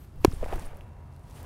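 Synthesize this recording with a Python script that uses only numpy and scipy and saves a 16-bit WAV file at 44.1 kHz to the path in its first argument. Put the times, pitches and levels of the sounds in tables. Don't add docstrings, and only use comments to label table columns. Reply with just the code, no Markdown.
import sys
import numpy as np
from scipy import signal
from scipy.fft import rfft, irfft
from scipy.io import wavfile
from scipy.ndimage import uniform_filter1d

SR = 44100
rng = np.random.default_rng(int(sys.argv[2]) if len(sys.argv) > 2 else 0)


def master_out(mix):
    frames = np.transpose(np.atleast_2d(mix))
    ceiling = np.clip(frames, -1, 1)
    pcm = np.round(ceiling * 32767).astype(np.int16)
    wavfile.write(sys.argv[1], SR, pcm)


def undo_db(level):
    steps = np.asarray(level, float) / 20
    return 10 ** steps


N = 63945


def evened(x):
    return x / np.sqrt(np.mean(x ** 2) + 1e-20)


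def curve(points):
    s, v = np.transpose(points)
    return np.interp(np.arange(N) / SR, s, v)


def coloured(x, points):
    f, v = np.transpose(points)
    hz = np.fft.rfftfreq(len(x), 1 / SR)
    gain = undo_db(np.interp(np.log(hz + 1), np.log(f + 1), v, left=-60, right=-90))
    return irfft(rfft(x) * gain, len(x))


def add(mix, s, sound):
    part = mix[round(s * SR):][:len(sound)]
    part += sound[:len(part)]


def resonate(x, hz, width):
    turn = np.exp(2j * np.pi * hz * np.arange(len(x)) / SR)
    r = np.exp(-np.pi * width / SR)
    return 2 * (turn * signal.lfilter([1 - r], [1, -r], x / turn)).real


def noise_band(x, hz, width, second_width=None):
    return evened(resonate(resonate(x, hz, width), hz, second_width or width))


def flicker(size, depth_db):
    drift = uniform_filter1d(uniform_filter1d(rng.standard_normal(N), size), size)
    return undo_db(depth_db * evened(drift))


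def outdoors():
    # (frequency [Hz], density [dB per Hz])
    air_colour = [(15, -43), (30, -7.5), (60, -9.5), (120, -14), (230, -27), (900, -38.5), (1400, -42.5),
                  (3500, -58), (15800, -73.5)]
    # (time [s], pitch [Hz], level [dB])
    engine = np.array([(0, 81.8, -52.5), (.2, 79.05, -50), (.45, 79.5, -44), (.62, 78.9, -43),
                       (0.781, 79.5, -58.5), (0.899, 82.5, -49), (0.999, 79.23, -52.5), (1.121, 81.7, -43),
                       (1.27, 79, -57.5), (1.45, 79.9, -42.5)])
    # (frequency [Hz], width [Hz], level [dB])
    hums = [(134.3, 34, -55), (202, 155, -63), (106.9, 18, -57.5)]
    # (frequency [Hz], width [Hz], level [dB])
    whines = [(963, 18.6, -74), (2700, 34, -85)]
    # (time [s], level [dB])
    approach = [(0, -16), (.2, 4.5), (.8, 4.5), (1.45, 6.5)]
    # (frequency [Hz], level [dB])
    road_colour = [(300, -18), (500, 0), (900, 4), (1400, -9.5), (3000, -26.5)]
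    air_noise, band_noise, road_noise = rng.standard_normal((3, N))

    air = undo_db(-48) * evened(coloured(air_noise, air_colour))
    phase = 2 * np.pi * np.cumsum(curve(engine[:, :2])) / SR
    drone = np.sqrt(2) * undo_db(curve(engine[:, ::2])) * np.sin(phase)
    hum = sum(undo_db(db) * noise_band(band_noise, hz, w) for hz, w, db in hums)
    whine = sum(undo_db(db) * noise_band(band_noise, hz, w) for hz, w, db in whines)
    road = undo_db(-68.5) * evened(coloured(road_noise, road_colour))
    return air + drone + hum + undo_db(curve(approach)) * (whine + road)


def rustle():
    # (time [s], level [dB])
    motion = [(0, -66), (.05, -68), (.07, -70), (.16, -73), (.21, -66), (.25, -56.5), (.305, -59),
              (.33, -57.5), (.39, -61), (.44, -57.5), (.50, -58.5), (.54, -53), (.575, -59), (.61, -54.5),
              (.70, -66), (.95, -76.5), (1.22, -72.5), (1.37, -58), (1.45, -62.5)]
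    # (frequency [Hz], density [dB per Hz])
    cloth_colour = [(150, -4.5), (250, -1), (638, -6), (900, -8.5), (2600, -15), (3090, -15.5), (7360, -20),
                    (9550, -18.5), (15800, -25)]
    # (time [s], level [dB])
    shake = [(.2, -93), (.28, -52.5), (.32, -81), (.40, -57.5), (.43, -42), (.475, -52), (.49, -43.5),
             (.53, -38), (.548, -43.5), (.60, -48.5), (.70, -51.5), (.80, -59), (1.3, -70.5), (1.45, -52.5)]
    # (frequency [Hz], level [dB])
    scuff_colour = [(100, 6), (300, -3.5), (600, 2.5), (1300, -7), (2200, -12), (4000, -27.5)]
    # (time [s], length [s], level [dB], frequency [Hz])
    swishes = [
        (0.024, 0.031, -68, 12600),
        (2.1, .02, -63, 5000),
        (0.481, 0.0076, -53.5, 830),
        (0.222, 0.02, -68.5, 12500),
        (1.377, 0.0079, -59, 2200),
        (0.34, 0.0087, -55, 9000),
        (0.66, 0.0077, -55, 9700),
        (0.82, 0.0036, -71, 10500),
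        (1.238, 0.0053, -72, 9000),
        (1.365, 0.024, -64, 8700),
    ]
    # (time [s], length [s], level [dB], frequency [Hz])
    squeaks = [
        (.365, .005, -61, 8900),
        (.365, .006, -63, 10700),
        (.762, .004, -72, 8800),
        (.762, .004, -74, 10600),
    ]
    t = np.arange(N) / SR
    cloth_noise, scuff_noise, strap_noise, grit_noise = rng.standard_normal((4, N))

    grit = 1 + .12 * uniform_filter1d((abs(grit_noise) > 3.1) * 20., size=40)
    cloth = evened(coloured(cloth_noise * grit, cloth_colour))
    cloth *= flicker(size=250, depth_db=1.35) * undo_db(curve(motion) + 4.5)
    scuff = evened(coloured(scuff_noise, scuff_colour))
    scuff *= flicker(size=120, depth_db=2.0) * undo_db(curve(shake))
    out = cloth + scuff
    for s, w, db, hz in swishes:
        swell = np.exp(-.5 * ((t - s) / w) ** 2)
        out += undo_db(db) * swell * noise_band(strap_noise, hz, 2500, 2200)
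    for s, w, db, hz in squeaks:
        swell = np.exp(-.5 * ((t - s) / w) ** 4)
        out += undo_db(db) * swell * noise_band(strap_noise, hz, 400)
    return out


def ticks():
    # (time [s], peak [dB], frequency [Hz])
    clicks = [(.008, -53.5, 13650), (.027, -54, 13400), (.046, -52, 14800), (.160, -57, 14000),
              (.211, -58, 4800), (.3145, -42, 5440), (.4025, -56, 7070), (.4285, -46, 7400),
              (.4435, -36.5, 2200), (.5265, -33, 2470), (.541, -42, 2244), (.548, -51, 1790),
              (.558, -43, 6070), (.6555, -54, 5500), (.6555, -51, 13800), (.6225, -48, 10500),
              (1.311, -54, 6500), (1.431, -50, 7500), (1.431, -57, 4800), (0.216, -54, 13100),
              (.2432, -34, 2470), (0.319, -39, 2010), (.326, -41.5, 3670), (.429, -49, 3000),
              (.4612, -36, 1380), (.5285, -64, 1800), (0.629, -41.5, 2280), (0.4438, -41.5, 7100),
              (.5245, -50, 2430), (.558, -42, 10500), (.558, -41, 13000), (0.596, -41, 8850),
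              (.6225, -45.5, 3940), (.6555, -56, 9000), (.671, -66, 14000), (.766, -76, 6180),
              (0.7713, -49, 12100), (0.8097, -41.5, 2700), (1.127, -63, 4530), (1.137, -62, 8100),
              (1.145, -63, 4960), (1.164, -54.5, 9000), (1.165, -56.5, 4300), (1.164, -63, 13000),
              (.690, -49.5, 2243), (1.195, -59, 9500), (1.302, -58, 11950), (1.326, -56, 12900),
              (1.43, -44, 13500)]
    longest_s, most_cycles = .0028, 6
    peak_s, wide_db = .0005, -15
    out, t = np.zeros(N), np.arange(1024) / SR
    for s, db, hz in clicks:
        noise = rng.standard_normal(1024)
        rough = noise_band(noise, hz, .5 * hz)
        ringing = np.sqrt(2) * np.cos(2 * np.pi * hz * t)
        tone = .25 * rough + .75 * ringing + 1.25 * undo_db(wide_db) * noise
        t60 = min(longest_s, most_cycles / hz)
        envelope = undo_db(db - 60 * abs(t - peak_s) / t60)
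        add(out, s - peak_s, envelope * np.sqrt(longest_s / t60) * tone)
    return out


def knocks():
    # (time [s], peak [dB], frequency [Hz], ring [s])
    hits = [(0.214, -53, 1188, 0.0035), (.319, -41.5, 1310, 0.0012), (0.332, -34.5, 383, 0.0029),
            (.4258, -30, 492, 0.0017), (.4295, -21, 583, 0.0025), (0.426, -36, 228, 0.0105),
            (.428, -33, 763, 0.0025), (.4335, -28.5, 496, 0.0035), (0.4614, -25.5, 630, 0.0012),
            (.483, -37, 706, 0.0023), (.497, -35.5, 815, 0.0024), (.516, -52, 670, 0.006),
            (.5225, -36, 610, 0.002), (.5265, -28, 400, 0.0041), (.529, -31, 760, 0.0023),
            (.532, -29.5, 822, 0.003), (0.5594, -37, 322, 0.0071), (0.576, -53, 178, 0.01),
            (.592, -41.5, 860, 0.0043), (0.606, -41.5, 175, 0.031), (0.663, -48.5, 266, 0.0077),
            (.308, -42, 268.5, 0.019), (.729, -46, 483, 0.0061)]
    out, t = np.zeros(N), np.arange(1024) / SR
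    for s, db, hz, ring in hits:
        envelope = np.e * t / ring * 2 * np.exp(-2 * t / ring)
        add(out, s, undo_db(db) * envelope * np.sin(2 * np.pi * hz * t))
    return out


def pushes():
    # (time [s], width [s], pressure [full scale, negative = pull])
    thumps = [(0.1862, 0.013, 0.051), (0.207, 0.0022, -0.022), (0.2434, 0.0024, 0.05),
              (0.2813, 0.0013, 0.273), (0.285, 0.003, -0.063), (0.3376, 0.0019, 0.077),
              (0.319, 0.016, -0.11), (0.375, 0.008, -0.061), (0.404, 0.012, -0.094), (0.4192, 0.008, 0.159),
              (0.4386, 0.008, 0.119), (0.462, 0.008, 0.092), (0.4829, 0.002, -0.024),
              (0.499, 0.0051, -0.022), (0.5428, 0.0053, 0.135), (0.562, 0.0066, -0.049),
              (0.572, 0.006, -0.042), (0.6306, 0.0028, -0.022), (0.6525, 0.007, 0.066),
              (0.665, 0.0062, 0.041), (0.714, 0.0257, -0.064)]
    # (time [s], width [s], pressure [full scale, negative = pull])
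    more_thumps = [
        (.369, .0025, -.035),
        (.561, .0008, .04),
        (.2535, .002, .08),
    ]
    t = np.arange(N) / SR
    pressure = sum(p * np.exp(-.5 * ((t - s) / w) ** 2) for s, w, p in list(thumps) + list(more_thumps))
    return signal.lfilter(*signal.butter(1, 5, "high", fs=SR), pressure)


def pop():
    # (frequency [Hz], level [dB], t60 [s])
    leather_modes = [(510, -10.5, 0.1), (800, -3.5, 0.012), (1039, -5, 0.021), (1323, -15.5, 0.034),
                     (1735, -23.5, 0.038), (2207, -21, 0.046), (2410, -23.5, 0.03), (2756, -19.5, 0.022),
                     (3280, -15.5, 0.014)]
    # (frequency [Hz], level [dB], t60 [s])
    lace_modes = [(4220, -20, 0.012), (5650, -12.5, 0.011), (6920, -2.5, 0.0088), (9070, 9.5, 0.00083),
                  (12500, -16.5, 0.002055), (14500, 3, 0.0011)]
    # (time after contact [s], strength [ratio, negative = inward])
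    cracks = [
        (.0001, -0.15),
        (.00025, -.22),
        (.00084, .3),
        (.00102, .4),
        (.0016, -0.2),
        (.0026, .08),
        (.0045, -.04),
    ]
    # (frequency [Hz], level [dB])
    slap_colour = [(600, -8), (1500, 0), (4000, -3), (8000, -8), (12000, -12), (15000, -20), (15900, -60)]
    rise_s, graze_s, rebound_s, seat_s = .00012, .0004, .00086, .00102
    pocket_hz, closing_s = 356, .0057
    t, out = np.arange(2048) / SR, np.zeros(2048)

    touch = .25 * np.minimum(t / rise_s, 1) + .1 * (t > rebound_s)
    sag = 1 - .25 * (t - graze_s) / (rebound_s - graze_s)
    squeeze = .65 * np.clip((t - graze_s) / rise_s, 0, 1) * sag * (t < rebound_s)
    out -= undo_db(-1) * (t < seat_s) * (touch + squeeze)

    closing = np.exp(-(t / closing_s) ** 4.9)
    leather = sum(undo_db(db - 60 * t / t60) * np.sin(2 * np.pi * hz * t) for hz, db, t60 in leather_modes)
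    pocket = np.sin(2 * np.pi * pocket_hz * t)
    add(out, seat_s, (undo_db(-4.5) * closing * (pocket + leather))[:1900])

    lace = sum(undo_db(db - 60 * t / t60) * np.sin(2 * np.pi * hz * t) for hz, db, t60 in lace_modes)
    for s, strength in cracks:
        add(out, s, 0.24 * strength * lace[:1500])

    slap = evened(coloured(rng.standard_normal(2048), slap_colour))
    slap *= undo_db(-29 - 60 * t / .024)
    return out + slap * np.minimum(t / seat_s, 1)


def scene():
    mix = outdoors() + rustle() + ticks() + knocks() + pushes()
    mix = signal.oaconvolve(mix, signal.firwin(255, 15900, fs=SR), "same")
    add(mix, .2474, pop())
    return mix[None]


def band_limit(x):
    return signal.sosfilt(signal.butter(12, 17050, fs=SR, output="sos"), x)


def record(dry):
    ceiling, knee = np.where(dry > 0, .59, .7), 8
    clipped = dry / (1 + abs(dry / ceiling) ** knee) ** (1 / knee)
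    capsule = signal.firwin(41, 16400, fs=SR)[None]
    clipped = signal.oaconvolve(clipped, capsule, "same")
    sagged = signal.lfilter(*signal.butter(1, 20, "high", fs=SR), clipped)
    return band_limit(sagged)


dry = scene()
out = record(dry)
master_out(out)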